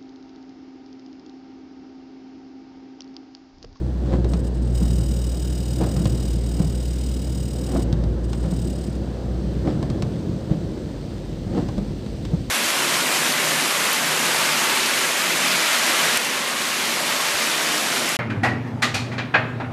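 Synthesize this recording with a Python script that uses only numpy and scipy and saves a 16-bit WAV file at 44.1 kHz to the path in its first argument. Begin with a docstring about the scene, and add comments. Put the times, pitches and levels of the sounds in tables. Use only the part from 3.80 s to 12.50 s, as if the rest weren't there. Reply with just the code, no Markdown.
"""The engine of a car drones as harmonics of its firing rate, then eases off on a flooded road in heavy rain.
Water churns under the floor, tyres rumble and rain hisses on the body: shaped noise mixed with random impacts.
The wipers swish as gated noise, and knock at the turns of their stroke as damped panel tones, slaps and clicks.
A small loose part near the microphone buzzes: each shake of the car excites its resonances with a brief chatter."""
import sys
import numpy as np
from scipy import signal
from scipy.fft import rfft, irfft, next_fast_len
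from scipy.io import wavfile
from scipy.ndimage import uniform_filter1d, map_coordinates

SR = 44100
rng = np.random.default_rng(int(sys.argv[2]) if len(sys.argv) > 2 else 0)


def output_pcm(signal):
    """Save a mono or channel-first signal as 16-bit PCM at the path in sys.argv[1].

    Samples are clipped to [-1, 1] before scaling.
    """
    pcm = np.clip(np.atleast_2d(signal).T, -1, 1) * 32767
    wavfile.write(sys.argv[1], SR, np.round(pcm).astype(np.int16))


N = 383669  # length in samples

# Engine course. Each row: time in seconds, firing rate in Hz, drone level in dB.
ENGINE_COURSE = [(0, 62.4, -24.5), (.4, 60.92, -22.5), (1.04, 59.6, -20.5), (1.75, 61.6, -23.5),
                 (2.2, 61.1, -24.5), (2.55, 58.6, -24), (3.08, 61.57, -23.5), (3.75, 62.16, -27),
                 (4.13, 56.78, -22), (4.6, 58.9, -25), (5.08, 62.7, -29), (5.45, 60, -27),
                 (5.75, 61.1, -27), (6.05, 65.8, -36), (6.6, 58, -40), (7, 49.07, -39.5), (8, 47.5, -35),
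                 (8.7, 53, -35.5)]
# Air mode of the cabin: centre and half-width in Hz. It passes the second harmonic best at its centre.
BOOM_HZ, BOOM_WIDTH_HZ = 118.3, 7.3
SECOND_DB, THIRD_DB = -9, -17  # harmonics relative to the drone, the second at the centre of the mode

# All spectra below are relative: each shapes a sound whose level is set elsewhere.
# Water course. Each row: time in seconds, churn level in dB, wash level in dB.
WATER_COURSE = [(0, -31, -36), (1, -29, -35), (3.5, -30.5, -36.5), (5, -29, -34), (6.3, -27, -33.5),
                (7.4, -30.5, -36), (8.7, -31, -38)]
# Water against the floor. Each row: frequency in Hz, density in dB per Hz.
CHURN_SPECTRUM = [(52, -17.5), (88, -0.5), (108, 0), (129, 3), (150, -0.5), (187, 1), (265, -7),
                  (300, -10.5), (330, -5.5), (430, -21.5), (730, -120)]
# Spray in the wheel arches. Each row: frequency in Hz, density in dB per Hz.
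WASH_SPECTRUM = [(60, -43), (150, -10), (260, -2.5), (300, -1), (390, -5.5), (530, -6.5), (600, -11),
                 (820, -19), (1100, -24.5), (1450, -27), (1750, -27.5), (2300, -47), (6000, -110)]
# Tyre course. Each row: time in seconds, rumble level in dB.
ROAD_COURSE = [(0, -61), (3.5, -49), (5.3, -40), (6.7, -37), (7.3, -37.5), (8.7, -36)]
# The tyres heard through the body. Each row: frequency in Hz, density in dB per Hz.
RUMBLE_SPECTRUM = [(15, -50), (25, -21), (35, -8), (48, -1), (62, 0), (78, -2), (100, -9), (140, -25),
                   (400, -120)]
# Rain course. Each row: time in seconds, hiss level in dB.
RAIN_COURSE = [(0, -55.5), (2.5, -51), (4.3, -53), (5.4, -51.5), (8.7, -49.5)]
# Rain heard through the glass. Each row: frequency in Hz, density in dB per Hz.
HISS_SPECTRUM = [(1120, -25), (1900, -2.5), (2460, -4), (2730, -2.5), (4220, -1.5), (4820, -2.5),
                 (5600, -7), (6070, -6), (6750, -11), (8270, -9), (10600, -25), (12200, -24.5),
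                 (14800, -20), (15800, -30)]

# Wiper cycles. Each row: flip at the foot of the glass in seconds, relative swish level in dB, swish rise
# in seconds, relative drag level in dB, turn at the top in seconds, relative swish level there in dB,
# relative thud level there in dB.
WIPER_CYCLES = [(.334, -26.5, 0.081, -32.5, 1.018, -32.5, -10), (2.011, -23, .018, -26.5, 2.8, -29.5, -5.5),
                (3.958, -26, 0.093, -27, 4.646, -31, -11.5), (5.872, -23, 0.02, -27, 6.711, -30, -5),
                (7.775, -24.5, .05, -32.5, 8.533, -33, -9.5)]
# Rubber juddering on the windscreen. Each row: frequency in Hz, density in dB per Hz.
SWISH_SPECTRUM = [(88, -47), (150, -6), (352, 0), (417, -14.5), (511, -5.5), (661, -18.5), (740, -14.5),
                  (1150, -36), (2200, -57), (2860, -66), (4840, -120)]
# The wet edge of the swish. Each row: frequency in Hz, density in dB per Hz.
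SPRAY_SPECTRUM = [(200, -38), (500, -33), (1000, 7), (1700, 1), (2400, -6), (4000, -5), (6500, -15),
                  (8200, -14), (10000, -38), (15000, -33)]
SWISH_LAG_S, SWISH_FALL_S = 0.0067, 0.053  # the swish peaks just after the flip and dies away
TOP_RISE_S, TOP_FALL_S = 0.022, 0.054  # the swish at the top of the glass
DRAG_LAG_S, DRAG_WIDTH_S = 0.2, 0.2  # the upstroke pulls hardest this long after the flip

# Knocks of the wiper linkage. Each row: time in seconds, relative thud level in dB, pitch in Hz,
# relative slap level in dB, relative click level in dB.
LINKAGE_KNOCKS = [(.4444, -13, 111, -23.5, -31), (0.5354, -9.5, 182, -28, -24.5),
                  (2.164, -10.5, 125, -27, -26.5), (2.2557, -7.5, 139, -31, -19.5),
                  (4.127, -7, 151, -28, -25.5), (4.238, -17.5, 164, -38, -32.5),
                  (4.531, -22, 110, -27, -24), (4.723, -11, 168, -26, -43), (6.027, -19, 200, -23, -28.5),
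                  (6.1, -13.5, 147.5, -30, -26.5), (6.2228, -16, 177, -28, -21),
                  (7.886, -15, 108.2, -24, -30.5), (7.979, -11.5, 204, -24.5, -32),
                  (8.262, -17, 201.2, -32, -35), (8.451, -21.5, 318, -32, -28)]
# The glass under a blow. Each row: frequency in Hz, density in dB per Hz.
SLAP_SPECTRUM = [(120, 2), (280, -5.5), (520, -3), (800, -10), (1500, -20.5), (2500, -32), (6000, -56)]
# The snap of a wiper joint. Each row: frequency in Hz, density in dB per Hz.
CLICK_SPECTRUM = [(300, 16), (600, 12), (1200, 5), (2000, 0), (2400, 0), (3800, 5.5), (5200, 1.5),
                  (6800, -4), (8300, -3), (10000, -19), (15000, -23)]
# Decay of the upholstered cabin. Each row: frequency in Hz, time to fall by 60 dB in seconds.
CABIN_DECAY = [(100, 0.68), (400, 0.11), (2000, 0.11), (10000, 0.014)]
FLIP_DB, FLIP_HZ, FLIP_SLAP_DB = -13.5, 168, -21  # blades flipping over at the foot, relative levels
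TOP_THUD_HZ, TOP_SLAP_DB = 163.3, -29  # blades turning at the top, relative level

# Shaking of the car by the drivetrain. Each row: time in seconds, shakes per second.
SHAKE_COURSE = [(0.5, 39.44), (1.1, 38.7), (1.9, 38.66), (2.55, 38.12), (3.1, 38.51), (3.8, 38.03),
                (4.2, 38.22), (4.7, 37.09), (5.2, 35.06)]
# Bouts in which the loose part rattles. Each row: start in seconds, end in seconds, relative level in dB.
RATTLE_BOUTS = [(.47, .595, -52.5), (.62, .67, -50.5), (.725, .775, -55), (.8, .925, -54),
                (.925, 2.528, -44), (2.53, 2.65, -48), (2.65, 4.035, -45), (4.42, 4.445, -54),
                (4.475, 4.69, -52), (4.69, 4.9, -47), (4.9, 5.07, -49.5), (5.07, 5.17, -54)]
# Resonances of the loose part. Each row: frequency in Hz, half-width in Hz, relative level in dB.
PART_MODES = [(1430, 60, -8), (2805, 50, -4), (2955, 70, -2), (3112, 50, -4), (3720, 60, -7),
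              (3835, 80, -1), (4895, 100, 0), (5070, 100, 1.5), (5425, 70, -3), (5640, 90, -5),
              (5970, 120, -8), (6686, 70, -3), (6925, 80, -2.5), (7145, 80, -5.5), (7820, 70, -4),
              (8010, 90, -2), (8280, 110, -4), (8775, 90, -11), (9222, 90, -4), (9518, 90, -7),
              (10088, 100, -8), (11063, 120, -16), (12866, 120, -13), (13571, 130, -13), (14520, 200, -11),
              (14850, 180, -11)]
# Its dry contact noise. Each row: frequency in Hz, density in dB per Hz.
SCRAPE_SPECTRUM = [(600, -62), (1500, -13), (2200, -5), (2800, -5), (5200, -3), (6300, -6), (8300, 0),
                   (9700, -15.5), (12000, -12.5), (15000, -12), (15600, -16)]
RING_HZ = 8113
MODES_DB, SCRAPE_DB, RING_DB = -3.5, -5, -7  # balance of the three parts of the buzz
FULL_RATTLE_DB = -42.5  # from this level up the part strikes with its full brightness
# For each dB below that level: dB of top octave lost, of ring kept and of resonances lost.
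DULLING, RING_KEPT, MODES_LOST = 0.45, 0.28, 0.2
UNEVEN = 0.11  # dB of scatter between shakes for each dB away from that level

TOP_HZ = 15600  # upper band limit


def amp(db):
    """Level law: decibels to amplitude gain."""
    return 10 ** (np.asarray(db) / 20)


def unit(x):
    """Normalisation: x at an rms of 1."""
    return x / np.sqrt(np.mean(x ** 2) + 1e-20)


def along(points, hz):
    """Interpolation: (Hz, value) points read on a logarithmic frequency axis."""
    f, v = np.transpose(points)
    return np.interp(np.log(hz + 1), np.log(f + 1), v)


def curves(rows):
    """Interpolation: one value per sample for each column after the time."""
    s, *columns = np.transpose(rows)
    return [np.interp(np.arange(N) / SR, s, column) for column in columns]


def wobble(rate):
    """Slow fluctuation: a spline through random knots, rate of them a second."""
    knots = rng.standard_normal(int(N * rate / SR) + 4)
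    return map_coordinates(knots, [np.arange(N) * rate / SR])


def filtered(x, response):
    """Linear filtering: the spectrum of x times a response of frequency."""
    m = next_fast_len(len(x) + SR // 5)  # padded against wrap-around
    return irfft(rfft(x, m) * response(np.fft.rfftfreq(m, 1 / SR)), m)[:len(x)]


def coloured(x, spectrum):
    """Spectral shaping: x filtered by a (Hz, dB) spectrum, at an rms of 1."""
    return unit(filtered(x, lambda hz: amp(along(spectrum, hz))))


def rush(spectrum, patchy_db):
    """Turbulence: shaped noise of rms 1 with random gain in patches of time and frequency."""
    z = signal.stft(rng.standard_normal(N), nperseg=1024)[2]
    field = uniform_filter1d(rng.standard_normal(z.shape), size=5, axis=0)
    field = uniform_filter1d(field, size=6, axis=1)
    noise = signal.istft(z * amp(patchy_db * unit(field)), nperseg=1024)[1][:N]
    return coloured(noise, spectrum)


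def drops(spectrum, rate, spread_db):
    """Shot noise: random impacts of unequal size, rate of them a second on average, at an rms of 1."""
    hits = rng.random(N) < rate / SR
    sizes = amp(spread_db * np.clip(rng.standard_normal(N), -2, 2))
    signs = rng.choice([-1, 1], N)
    return coloured(hits * sizes * signs, spectrum)


def flurry(envelope):
    """Random contacts: a noise run under an envelope, equally strong at all frequencies."""
    x = rng.standard_normal(len(envelope))
    for _ in range(3):  # alternately impose the envelope and flatten the spectrum
        phases = np.angle(rfft(x * np.cbrt(envelope)))
        x = irfft(np.exp(1j * phases), len(envelope))
    return unit(x)


def add(track, s, sound):
    """Superposition: mix a sound into the track at time s."""
    start = max(round(s * SR), 0)
    part = track[start:start + len(sound)]
    part += sound[:len(part)]


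def engine():
    """Harmonic series: the firing rate drones, and its second harmonic swells as it crosses an air mode."""
    hz, drone_db = curves(ENGINE_COURSE)
    phase = 2 * np.pi * np.cumsum(hz * (1 + 0.0038 * wobble(12))) / SR
    drone = amp(1.55 * wobble(24)) * np.sin(phase)
    boom = 1 / np.hypot(1, (2 * hz - BOOM_HZ) / BOOM_WIDTH_HZ)
    second = amp(SECOND_DB) * boom * np.sin(2 * phase)
    third = amp(THIRD_DB) * np.sin(3 * phase)
    overtones = amp(1.2 * wobble(3.58)) * (second + third)
    return np.sqrt(2) * amp(drone_db + 0.6 * wobble(7)) * (drone + overtones)


def floodwater():
    """Turbulence and impact noise: water slaps the floor, spray washes the wheel arches, tyres rumble."""
    churn_db, wash_db = curves(WATER_COURSE)
    rumble_db, = curves(ROAD_COURSE)
    slaps = drops(CHURN_SPECTRUM, rate=90, spread_db=3)
    churn = unit(rush(CHURN_SPECTRUM, patchy_db=0.0) + amp(-2.5) * slaps)
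    splashes = drops(WASH_SPECTRUM, rate=260, spread_db=4)
    wash = unit(rush(WASH_SPECTRUM, patchy_db=1.0) + amp(-7.5) * splashes)
    water = amp(churn_db + 1.2 * wobble(6)) * churn + amp(wash_db + 0.35 * wobble(5)) * wash
    return water + amp(rumble_db) * rush(RUMBLE_SPECTRUM, patchy_db=1.5)


def rain():
    """Shot noise at high density: drops on glass and roof merge into a hiss."""
    hiss_db, = curves(RAIN_COURSE)
    single_drops = drops(HISS_SPECTRUM, rate=700, spread_db=5)
    patter = unit(rush(HISS_SPECTRUM, patchy_db=0.7) + amp(-8) * single_drops)
    return amp(hiss_db + 0.53 * wobble(3.8)) * patter


def swell(s, rise, fall):
    """Exponential growth and decay: an envelope that peaks at time s."""
    t = np.arange(N) / SR
    return np.exp(-np.maximum((s - t) / rise, (t - s) / fall))


def swishes():
    """Friction judder: at each turn wet rubber drives the windscreen, which sounds like a dull drum."""
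    strength = np.zeros(N)
    for flip, foot_db, rise, _, top, top_db, _ in WIPER_CYCLES:
        strength += amp(foot_db) * swell(flip + SWISH_LAG_S, rise, SWISH_FALL_S)
        strength += amp(top_db) * swell(top, TOP_RISE_S, TOP_FALL_S)
    jerks = drops(SWISH_SPECTRUM, rate=300, spread_db=2.5)
    judder = unit(rush(SWISH_SPECTRUM, patchy_db=1.0) + amp(2.5) * jerks)
    wet_edge = drops(SPRAY_SPECTRUM, rate=1200, spread_db=4)
    return strength * (amp(3.0) * judder + amp(-16) * wet_edge)


def drag():
    """Flow resistance: the blades push water up the glass, and the body rumbles under the strain."""
    t = np.arange(N) / SR
    strain = np.zeros(N)
    for flip, _, _, drag_db, *_ in WIPER_CYCLES:
        strain += amp(drag_db) * np.exp(-0.5 * ((t - flip - DRAG_LAG_S) / DRAG_WIDTH_S) ** 2)
    return strain * (rush(CHURN_SPECTRUM, patchy_db=1.0) + amp(-8) * rush(WASH_SPECTRUM, patchy_db=1.0))


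def cabin(sound, wet_db):
    """Reverberation: a short sound followed by a fresh noise tail that decays at its own rate in each band."""
    hz, t, z = signal.stft(rng.standard_normal(SR // 5), SR, nperseg=256)
    decay = amp(-60 * t / along(CABIN_DECAY, hz)[:, None])
    tail = signal.istft(z * decay, SR, nperseg=256)[1]
    echo = signal.fftconvolve(sound, tail / np.linalg.norm(tail))[:len(sound)]
    return sound + amp(wet_db) * echo


def thud(db, hz, slap_db):
    """Damped modes: a blow on the body gives a short low ring of the panel and a slap on the glass."""
    t = np.arange(SR // 5) / SR
    push = (1 - np.exp(-(t / 0.003) ** 2)) * amp(-60 * t / 0.052)
    overtone = amp(-11.5 - 60 * t / 0.049) * np.sin(2 * np.pi * 1.95 * hz * t)
    panel = np.sin(2 * np.pi * hz * t) + overtone
    slap_envelope = (1 - np.exp(-t / 0.0011)) * amp(-60 * t / 0.073)
    slap = slap_envelope * coloured(rng.standard_normal(len(t)), SLAP_SPECTRUM)
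    return cabin(amp(db + 3.5) * push * panel + amp(slap_db) * slap, wet_db=-11.0)


def click():
    """Impulsive contact: a wiper arm snaps across the play in its joint."""
    t = np.arange(SR // 5) / SR
    fade = amp(-60 * t / 0.022)
    onset = 1 - np.exp(-t / 0.0003)
    snap = coloured(flurry(fade), CLICK_SPECTRUM) * onset * np.sqrt(fade)
    return cabin(amp(-18.5) * snap, wet_db=-6)


def knocks():
    """Impact: the wipers thud at both ends of the stroke; in between the linkage takes up its play."""
    track = np.zeros(N)
    for flip, _, _, _, top, _, top_db in WIPER_CYCLES:
        add(track, flip, thud(FLIP_DB, FLIP_HZ, FLIP_SLAP_DB))
        add(track, top, thud(top_db, TOP_THUD_HZ, TOP_SLAP_DB))
    for s, thud_db, hz, slap_db, click_db in LINKAGE_KNOCKS:
        add(track, s, thud(thud_db, hz, slap_db) + amp(click_db) * click())
    return track


def part_response(hz):
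    """Resonance: summed squared Lorentzian peaks of the loose part."""
    return sum(amp(db) / (1 + ((hz - centre) / width) ** 2) ** 2 for centre, width, db in PART_MODES)


def rattle():
    """Forced vibration: in a bout, each shake gives nearly the same brief chatter, then the part rings."""
    rate, = curves(SHAKE_COURSE)
    shakes = np.flatnonzero(np.diff(np.floor(np.cumsum(rate) / SR))) / SR
    t = np.arange(SR // 25) / SR
    contact = np.exp(-0.5 * ((t - 0.0135) / 0.005) ** 2)
    afterring = np.exp(-0.5 * ((t - 0.0195) / 0.0035) ** 2)
    habit = flurry(contact)  # the share of the chatter that every shake repeats
    chatter, ringing, level_db = np.zeros(N), np.zeros(N), np.full(N, -120.0)
    for s in shakes:
        s += 0.00002 * rng.standard_normal()
        size = amp(0.6 * rng.standard_normal())
        add(chatter, s, size * (habit + 0.4 * flurry(contact)))
        add(ringing, s, size * afterring)
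        luck = rng.standard_normal()
        for start, end, db in RATTLE_BOUTS:
            if start <= s < end:
                scatter_db = UNEVEN * abs(FULL_RATTLE_DB - db) * luck
                level_db[round(s * SR):][:len(t) * 3 // 4] = db + scatter_db
    level = np.abs(uniform_filter1d(amp(level_db), size=SR // 300))  # steps smoothed
    force = np.clip(level / amp(FULL_RATTLE_DB), 1e-6, 1)
    ring_phase = 2 * np.pi * RING_HZ * np.arange(N) / SR + 0.8 * wobble(30)
    ring = unit(ringing * np.sin(ring_phase))
    modes = force ** MODES_LOST * unit(filtered(chatter, part_response))
    buzz = amp(MODES_DB) * modes + amp(SCRAPE_DB) * coloured(chatter, SCRAPE_SPECTRUM)
    # gentle contacts lack the top octave and are mostly ring
    top = filtered(buzz, lambda hz: 1 / (1 + (9500 / (hz + 1)) ** 8))
    dulled = buzz - (1 - force ** DULLING) * top
    return level * (dulled + amp(RING_DB) * ring / force ** RING_KEPT)


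def scene():
    """Superposition: everything heard from the front seat, as one channel."""
    steady = engine() + floodwater() + rain()
    wipers = swishes() + drag() + knocks()
    return (steady + wipers + rattle())[None]


def record(dry):
    """Band limiting: the microphone loses the deepest bass, and nothing passes above the upper limit."""
    response = lambda hz: (hz < TOP_HZ) / np.sqrt(1 + (32 / (hz + 1)) ** 8)
    return np.array([filtered(channel, response) for channel in dry])


dry = scene()
out = record(dry)
output_pcm(out)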